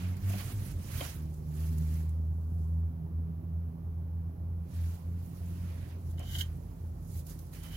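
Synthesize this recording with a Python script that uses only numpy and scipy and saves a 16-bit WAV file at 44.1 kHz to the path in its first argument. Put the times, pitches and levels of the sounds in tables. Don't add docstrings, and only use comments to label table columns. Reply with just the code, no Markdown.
import sys
import numpy as np
from scipy import signal
from scipy.io import wavfile

SR = 44100
rng = np.random.default_rng(int(sys.argv[2]) if len(sys.argv) > 2 else 0)


def store_pcm(level_fs):
    pcm = np.round(np.clip(level_fs, -1, 1) * 32767).astype(np.int16)
    wavfile.write(sys.argv[1], SR, np.atleast_2d(pcm).T)


N = 342462


def from_db(db):
    return 10 ** (np.asarray(db) / 20)


def rms_one(x):
    return x / np.sqrt(np.mean(x ** 2) + 1e-20)


def in_time(rows):
    s, *columns = np.transpose(rows)
    return [np.interp(np.arange(N) / SR, s, column) for column in columns]


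def panned(x, pan_db):
    left = from_db(pan_db / 2) * np.ones(N)
    return x * np.array([left, 1 / left])


def filtered(x, order, hz, kind):
    return signal.sosfilt(signal.butter(order, hz, kind, fs=SR, output="sos"), x)


def drift(rate_hz):
    step, settle = 40, 2000
    r = np.exp(-2 * np.pi * rate_hz * step / SR)
    noise = rng.standard_normal(N // step + settle + 2)
    slow = signal.lfilter([1], [1, -2 * r, r * r], noise)[settle:]
    return np.interp(np.arange(N) / step, np.arange(len(slow)), rms_one(slow))


def grains(per_s, spread_db):
    size_db = spread_db * np.minimum(rng.exponential(1, N), 4)
    sizes = from_db(size_db) * rng.choice([-1, 1], N)
    return rms_one(sizes * (rng.random(N) < per_s / SR))


def coloured(spectrum, flicker_db, flicker_rate, alike_hz):
    points, levels = np.transpose(spectrum)
    bands = int(3 * np.log2(points[-1] / points[0]))
    edges = np.geomspace(points[0], min(points[-1], .45 * SR), bands + 1)
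    white, out = rng.standard_normal((2, 2, N)), 0
    for k, (low, high) in enumerate(zip(edges, edges[1:])):
        mid, side = filtered(white[k % 2], 2, [low, high], "band")
        hz = np.sqrt(low * high)
        alike = 1 / (1 + (hz / alike_hz) ** 2)
        level_db = np.interp(np.log(hz), np.log(points), levels)
        gain = from_db(level_db + flicker_db * drift(flicker_rate))
        shared, opposed = np.sqrt(1 + alike) * mid, np.sqrt(1 - alike) * np.array([side, -side])
        out = out + gain * (shared + opposed)
    return rms_one(out)


def contacts(events, decay_s):
    starts = np.zeros(N)
    for s, db in events:
        starts[round(s * SR)] = from_db(db)
    envelope = signal.lfilter([1], [1, -np.exp(-1 / (decay_s * SR))], starts + 1e-18)
    return envelope * rng.standard_normal((2, N))


def resonance(drive, hz, width_hz):
    r = np.exp(-np.pi * width_hz / SR)
    feedback = [1, -2 * r * np.cos(2 * np.pi * hz / SR), r * r]
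    return signal.lfilter((1 - r * r) / 2 * np.array([1, 0, -1]), feedback, drive + 1e-18)


def ringing(drive, modes):
    return sum((-1) ** k * from_db(db) * resonance(drive, hz, width)
               for k, (hz, width, db) in enumerate(modes))


def stroke(start_s, rise_s, hold_s, fall_s):
    t = np.arange(N) / SR - start_s
    return from_db(-20 * np.clip(np.maximum(-t / rise_s, (t - hold_s) / fall_s), 0, 10))


# start_s, length_s, level_db
DRONE_SURGES = [(0.01, 0.19, -37), (0.213, 0.2, -29.5), (.515, .14, -29.5), (0.73, 0.11, -32),
                (0.86, 0.29, -40.5), (1.56, 0.9, -32.5), (2.39, 0.49, -33.5), (2.68, 0.27, -31),
                (3.11, .21, -32.5), (3.493, 0.24, -34), (3.819, .55, -36.5), (4.375, .31, -35),
                (4.722, 0.26, -31), (5.025, 0.25, -34.5), (5.391, 0.43, -36.5), (5.858, 0.19, -39.5),
                (6.02, 0.3, -36), (6.292, 0.26, -35), (6.783, 0.2, -37), (7.128, .12, -34.5)]
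SURGE_ATTACK_S, SURGE_RELEASE_S = 0.058, 0.14


def surge(start_s, length_s):
    t = np.arange(N) / SR - start_s
    ramp = np.minimum(t / SURGE_ATTACK_S, (length_s - t) / SURGE_RELEASE_S)
    return np.sin(np.pi / 2 * np.clip(ramp, 0, 1))


# time_s, pitch_hz
JET_PITCH_CURVE = [(0, 87.5), (.24, 97.4), (.65, 99), (.86, 81.6), (1.15, 76.5), (1.9, 78.5), (2.44, 81),
                   (3.48, 81.85), (5.5, 86.3), (6.3, 83), (7.77, 81)]
# time_s, level_db
BUZZ_CURVE = [(0, -42), (.2, -49), (.35, -44.5), (.55, -61.5), (1.1, -57), (1.23, -39), (1.358, -44.5),
              (1.94, -38), (2.1, -45), (2.44, -48.5), (2.6, -45.5), (3.3, -42), (3.5, -47), (4.4, -52),
              (5.6, -47.5), (5.8, -54), (7.77, -49)]
BUZZ_FUNDAMENTAL_DB, BUZZ_UPPER_DB = 2.5, -14
# multiple, relative_db
BUZZ_OVERTONES = [(3, -1.5), (4, -9), (5, -12), (6, -24.5)]
# time_s, relative_db
GULP_CURVE = [(0, -48.5), (.75, -44), (1.6, -52), (2.9, -50.5), (4.3, -51.5), (5.4, -51), (5.75, -48),
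              (7.77, -52)]
SWAY_HZ, SWAY_START_DB, SWAY_DB = 51.1, -61.5, -49
SWAY_FULL_S, SWAY_BUILD_S = 6, 0.63
COUPLING_DB = 33


def jet_drone():
    pitch, buzz_db, gulp_db = (in_time(rows)[0] for rows in (JET_PITCH_CURVE, BUZZ_CURVE, GULP_CURVE))
    upset = from_db(gulp_db - np.max(gulp_db))
    jitter = 2 * 0.01554 * upset * drift(16.27)
    phase = 2 * np.pi * np.cumsum(pitch * (1 + jitter)) / SR

    surging = sum((from_db(db) * surge(s, length)) ** 2 for s, length, db in DRONE_SURGES)
    depth = np.sqrt(surging + from_db(buzz_db + BUZZ_FUNDAMENTAL_DB) ** 2)
    first = depth * from_db(-0.24 * drift(18)) * np.sin(phase)
    octave = from_db(buzz_db + 2.5 * drift(12.5)) * np.sin(2 * phase + .5 * drift(1.2))
    upper = 0
    for multiple, db in BUZZ_OVERTONES:
        gain = from_db(buzz_db + BUZZ_UPPER_DB + db + 3.5 * drift(12))
        upper = upper + gain * np.sin(round(multiple) * phase + 0.56 * drift(5.9))

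    sway_db, = in_time([(SWAY_FULL_S - SWAY_BUILD_S, SWAY_START_DB), (SWAY_FULL_S, SWAY_DB)])
    sway_phase = 2 * np.pi * np.cumsum(SWAY_HZ * (1 + 0.041 * drift(5.15))) / SR
    rocked = depth * from_db(COUPLING_DB) * np.sin(phase + sway_phase)
    sway = from_db(sway_db + 1.4 * drift(6.1)) * (np.sin(sway_phase) + rocked)
    return np.sqrt(2) * (panned(first + sway, -.7) + panned(octave, -3.6) + panned(upper, -1.2))


# pitch_hz, width_hz, relative_db
POOL_MODES = [(48.5, 18, -0.5), (89.5, 9.5, 3), (126.2, 26.5, 1.5), (184, 90, -20.5), (280, 63, -13.5)]


def gulps():
    level_db, = in_time(GULP_CURVE)
    pool = sum(from_db(db) * rms_one(resonance(grains(150, 1.4), hz, width))
               for hz, width, db in POOL_MODES)
    pool = filtered(pool, 2, [40, 380], "band")
    return panned(from_db(level_db - 1.0) * pool, -3.0)


# frequency_hz, relative_db
CHURN_COLOUR = [(25, 1.5), (50, 10), (150, 3.5), (300, -2.5), (450, -5), (700, -12.5), (1100, -14),
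                (1500, -24), (2500, -34), (5000, -48)]
CHURN_DB = -55.5


def churn():
    wash = from_db(CHURN_DB) * coloured(CHURN_COLOUR, flicker_db=2.0, flicker_rate=22, alike_hz=590)
    upper = filtered(wash, 1, [560, 880], "band")
    return panned(wash - upper, -1.7) + panned(upper, -16)


# frequency_hz, relative_db
HISS_COLOUR = [(1000, 15), (2500, 4), (4000, 0), (6500, 2.5), (8000, -8), (11000, 6), (16000, 9)]
HISS_DB = -72


def faint_hiss():
    hiss = coloured(HISS_COLOUR, flicker_db=0.0, flicker_rate=8, alike_hz=200)
    return panned(from_db(HISS_DB) * hiss, -1.2)


# full_s, rise_s, hold_s, fall_s, rub_relative_db, swish_relative_db
MOVEMENTS = [(0.0, .1, 0.0074, 0.38, -53.5, -59.5), (0.294, 0.14, 0.23, 0.088, -55, -53.5),
             (0.387, 0.046, 0.024, 0.042, -52.5, -54), (0.596, .1, 0.12, 0.05, -59, -57.5),
             (0.982, 0.27, 0.071, 0.2, -50, -48.5), (1.33, 0.23, .02, 0.65, -87, -70.5),
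             (1.606, 0.2, .02, 0.39, -60.5, -58.5), (1.948, 0.56, 0.026, 0.22, -62.5, -60),
             (2.62, 1, .03, 0.37, -91, -73.5), (4.747, 0.12, .17, 0.25, -63.5, -63),
             (5.265, 0.31, .33, .3, -84, -67.5), (5.64, 0.83, .28, 0.16, -63, -68.5),
             (6.086, 0.22, 0.035, .1, -76, -67), (6.301, 0.22, 0.17, 0.16, -64.5, -67.5),
             (6.53, 0.2, 0.3, 0.69, -76.5, -72), (7.166, 0.19, 0.028, 0.081, -69.5, -57),
             (7.3, 0.071, 0.014, .1, -62.5, -56), (7.388, .04, 0.018, 0.36, -72, -64.5),
             (7.533, 0.024, 0.026, 0.27, -61, -59.5), (7.637, 0.024, 0.027, 0.087, -58, -59.5),
             (7.72, .03, .05, .2, -58.5, -64)]


def movement_gains():
    power = sum((from_db([[rub_db], [swish_db]]) * stroke(s, rise, hold, fall)) ** 2
                for s, rise, hold, fall, rub_db, swish_db in MOVEMENTS)
    return np.sqrt(power)


# frequency_hz, relative_db
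RUB_SPECTRUM = [(300, -10), (600, 5), (900, 2.5), (1300, 3.5), (1700, 3.5), (2400, 2.5), (3500, -2.5),
                (5000, -3.5), (8000, -21)]
# frequency_hz, relative_db
SWISH_SPECTRUM = [(2500, -10.5), (4200, -3), (6500, 1.5), (8300, -0.5), (11000, 4), (13000, 1.5),
                  (16000, 2)]
# start_s, drive_db
SNAPS = [(0.168, -45), (0.298, -36), (1.301, -69), (1.341, -48.5), (1.782, -39.5), (1.939, -46),
         (2.092, -48.5), (6.111, -49), (6.193, -42), (6.387, -36), (7.268, -40), (7.297, -42),
         (7.39, -42.5), (7.536, -45), (7.634, -41), (7.72, -47)]


def clothes():
    rub = coloured(RUB_SPECTRUM, flicker_db=2.0, flicker_rate=18.5, alike_hz=300)
    rub = rub * from_db(0.29 * drift(160))
    swish = coloured(SWISH_SPECTRUM, flicker_db=1.6, flicker_rate=16, alike_hz=300)
    slips = signal.lfilter([1], [1, -np.exp(-1 / (0.0068 * SR))], np.abs(grains(160, 3.0)))
    swish = from_db(2.1) * rms_one(swish * (1 + 0.2 * rms_one(slips)))
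    snaps = from_db(-5) * filtered(contacts(SNAPS, decay_s=0.0063), 2, [5500, 15500], "band")
    rub_gain, swish_gain = movement_gains()
    return panned(rub_gain * rub, -6.5) + panned(swish_gain * swish, -7.0) + panned(snaps, -4.5)


def hollow_rub():
    force = movement_gains()[0]
    tone = rng.standard_normal((2, N))
    for stage in range(2):
        tone = resonance(tone, 2570, 1480)
    return panned(from_db(-54.5) * (force / force.max()) ** 1.8 * rms_one(tone), -8.5)


# start_s, drive_db
SCUFF_CONTACTS = [(0.298, -41.5), (0.333, -38), (1.008, -33), (1.026, -49.5), (6.196, -43), (6.21, -50.5),
                  (6.231, -49), (6.352, -47.5)]
# pitch_hz, width_hz, relative_db
SCUFF_BODY = [(307, 37, -3.5), (593, 132, -2), (710, 87, 2.5), (788, 170, -4.5), (930, 440, -10),
              (2630, 550, -15)]


def scuffs():
    body = ringing(contacts(SCUFF_CONTACTS, decay_s=0.013), SCUFF_BODY)
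    return panned(from_db(17.5) * filtered(body, 2, 3200, "low"), -2.5)


# start_s, length_s, final_drive_db
TOOL_DRAGS = [(6.174, 0.036, -62.5), (6.226, 0.14, -49.5), (6.386, .03, -47), (7.55, .11, -64),
              (7.68, .1, -56)]
DRAG_GROWTH_DB_PER_S, DRAG_ATTACK_S, DRAG_RELEASE_S = 103, 0.0073, 0.033


def drag_gain():
    t, gain = np.arange(N) / SR, 0
    for s, length, db in TOOL_DRAGS:
        remaining_s = np.clip(s + length - t, 0, length)
        growth = from_db(db - DRAG_GROWTH_DB_PER_S * remaining_s)
        gain = gain + growth * stroke(s, DRAG_ATTACK_S, length, DRAG_RELEASE_S)
    return gain


# start_s, drive_db
TOOL_CLINKS = [(1.007, -25), (6.181, -41), (6.35, -22.5), (6.409, -20.5), (7.643, -43)]
# pitch_hz, width_hz, relative_db
STEEL_MODES = [(1420, 42, -11), (1587, 52, -4), (1843, 14, -3.5), (2100, 97, -8), (2820, 86, -8.5),
               (3010, 56, 4.5), (3091, 23, 4), (3213, 50, 0.5), (3650, 65, -3), (3830, 310, -11),
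               (5200, 570, -22), (6850, 360, -21)]


def steel_tool():
    drag = drag_gain()
    grit = drag * np.array([grains(3000, 1.3) for side in range(2)])
    catching = from_db(1.8 * drift(60))
    drive = from_db(19.0) * catching * grit + from_db(8.0) * contacts(TOOL_CLINKS, decay_s=0.0025)
    steel = filtered(ringing(drive, STEEL_MODES), 4, 1300, "high")
    pressed = filtered(grit * (drag / drag.max()) ** 0.33, 2, 3500, "high")
    scratch = resonance(pressed, 6800, 1800) + resonance(pressed, 12100, 3900)
    return panned(steel, -5.5) + panned(from_db(10.0) * scratch, -0.83)


GARAGE_T60_S, GARAGE_DB = 0.15, -14.5


def garage(x):
    out = np.zeros((2, N))
    lags = (rng.uniform(.008, 0.044, size=12) * SR).astype(int)
    for k, lag in enumerate(lags):
        loop, gain = x[k % 2].copy(), from_db(-60 * lag / SR / GARAGE_T60_S)
        for i in range(lag, N, lag):
            loop[i:i + lag] += gain * loop[i - lag:i][:N - i]
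        out[k % 2] += (loop - x[k % 2]) * (-1) ** (k // 2)
    return out / 2


def left_later(x, lag_s):
    n = np.arange(N)
    return np.array([np.interp(n - lag_s * SR, n, x[0]), x[1]])


def scene():
    oil = left_later(jet_drone() + gulps() + churn(), lag_s=0.00033)
    person = clothes() + hollow_rub()
    knocks = scuffs() + steel_tool()
    echoes = from_db(GARAGE_DB) * garage(knocks)
    return oil + faint_hiss() + person + knocks + echoes


# pitch_hz, width_hz, gain_db
PORT_COLOUR = [(6750, 550, 1), (8200, 970, -3.5), (9400, 800, 1.5)]


def record(dry):
    heard = filtered(dry, 2, 30, "high")
    for hz, width, db in PORT_COLOUR:
        heard = heard + (from_db(db) - 1) * resonance(heard, hz, width)
    top_cut = signal.ellip(10, .1, 80, 15900, fs=SR, output="sos")
    return signal.sosfilt(top_cut, heard)


dry = scene()
out = record(dry)
store_pcm(out)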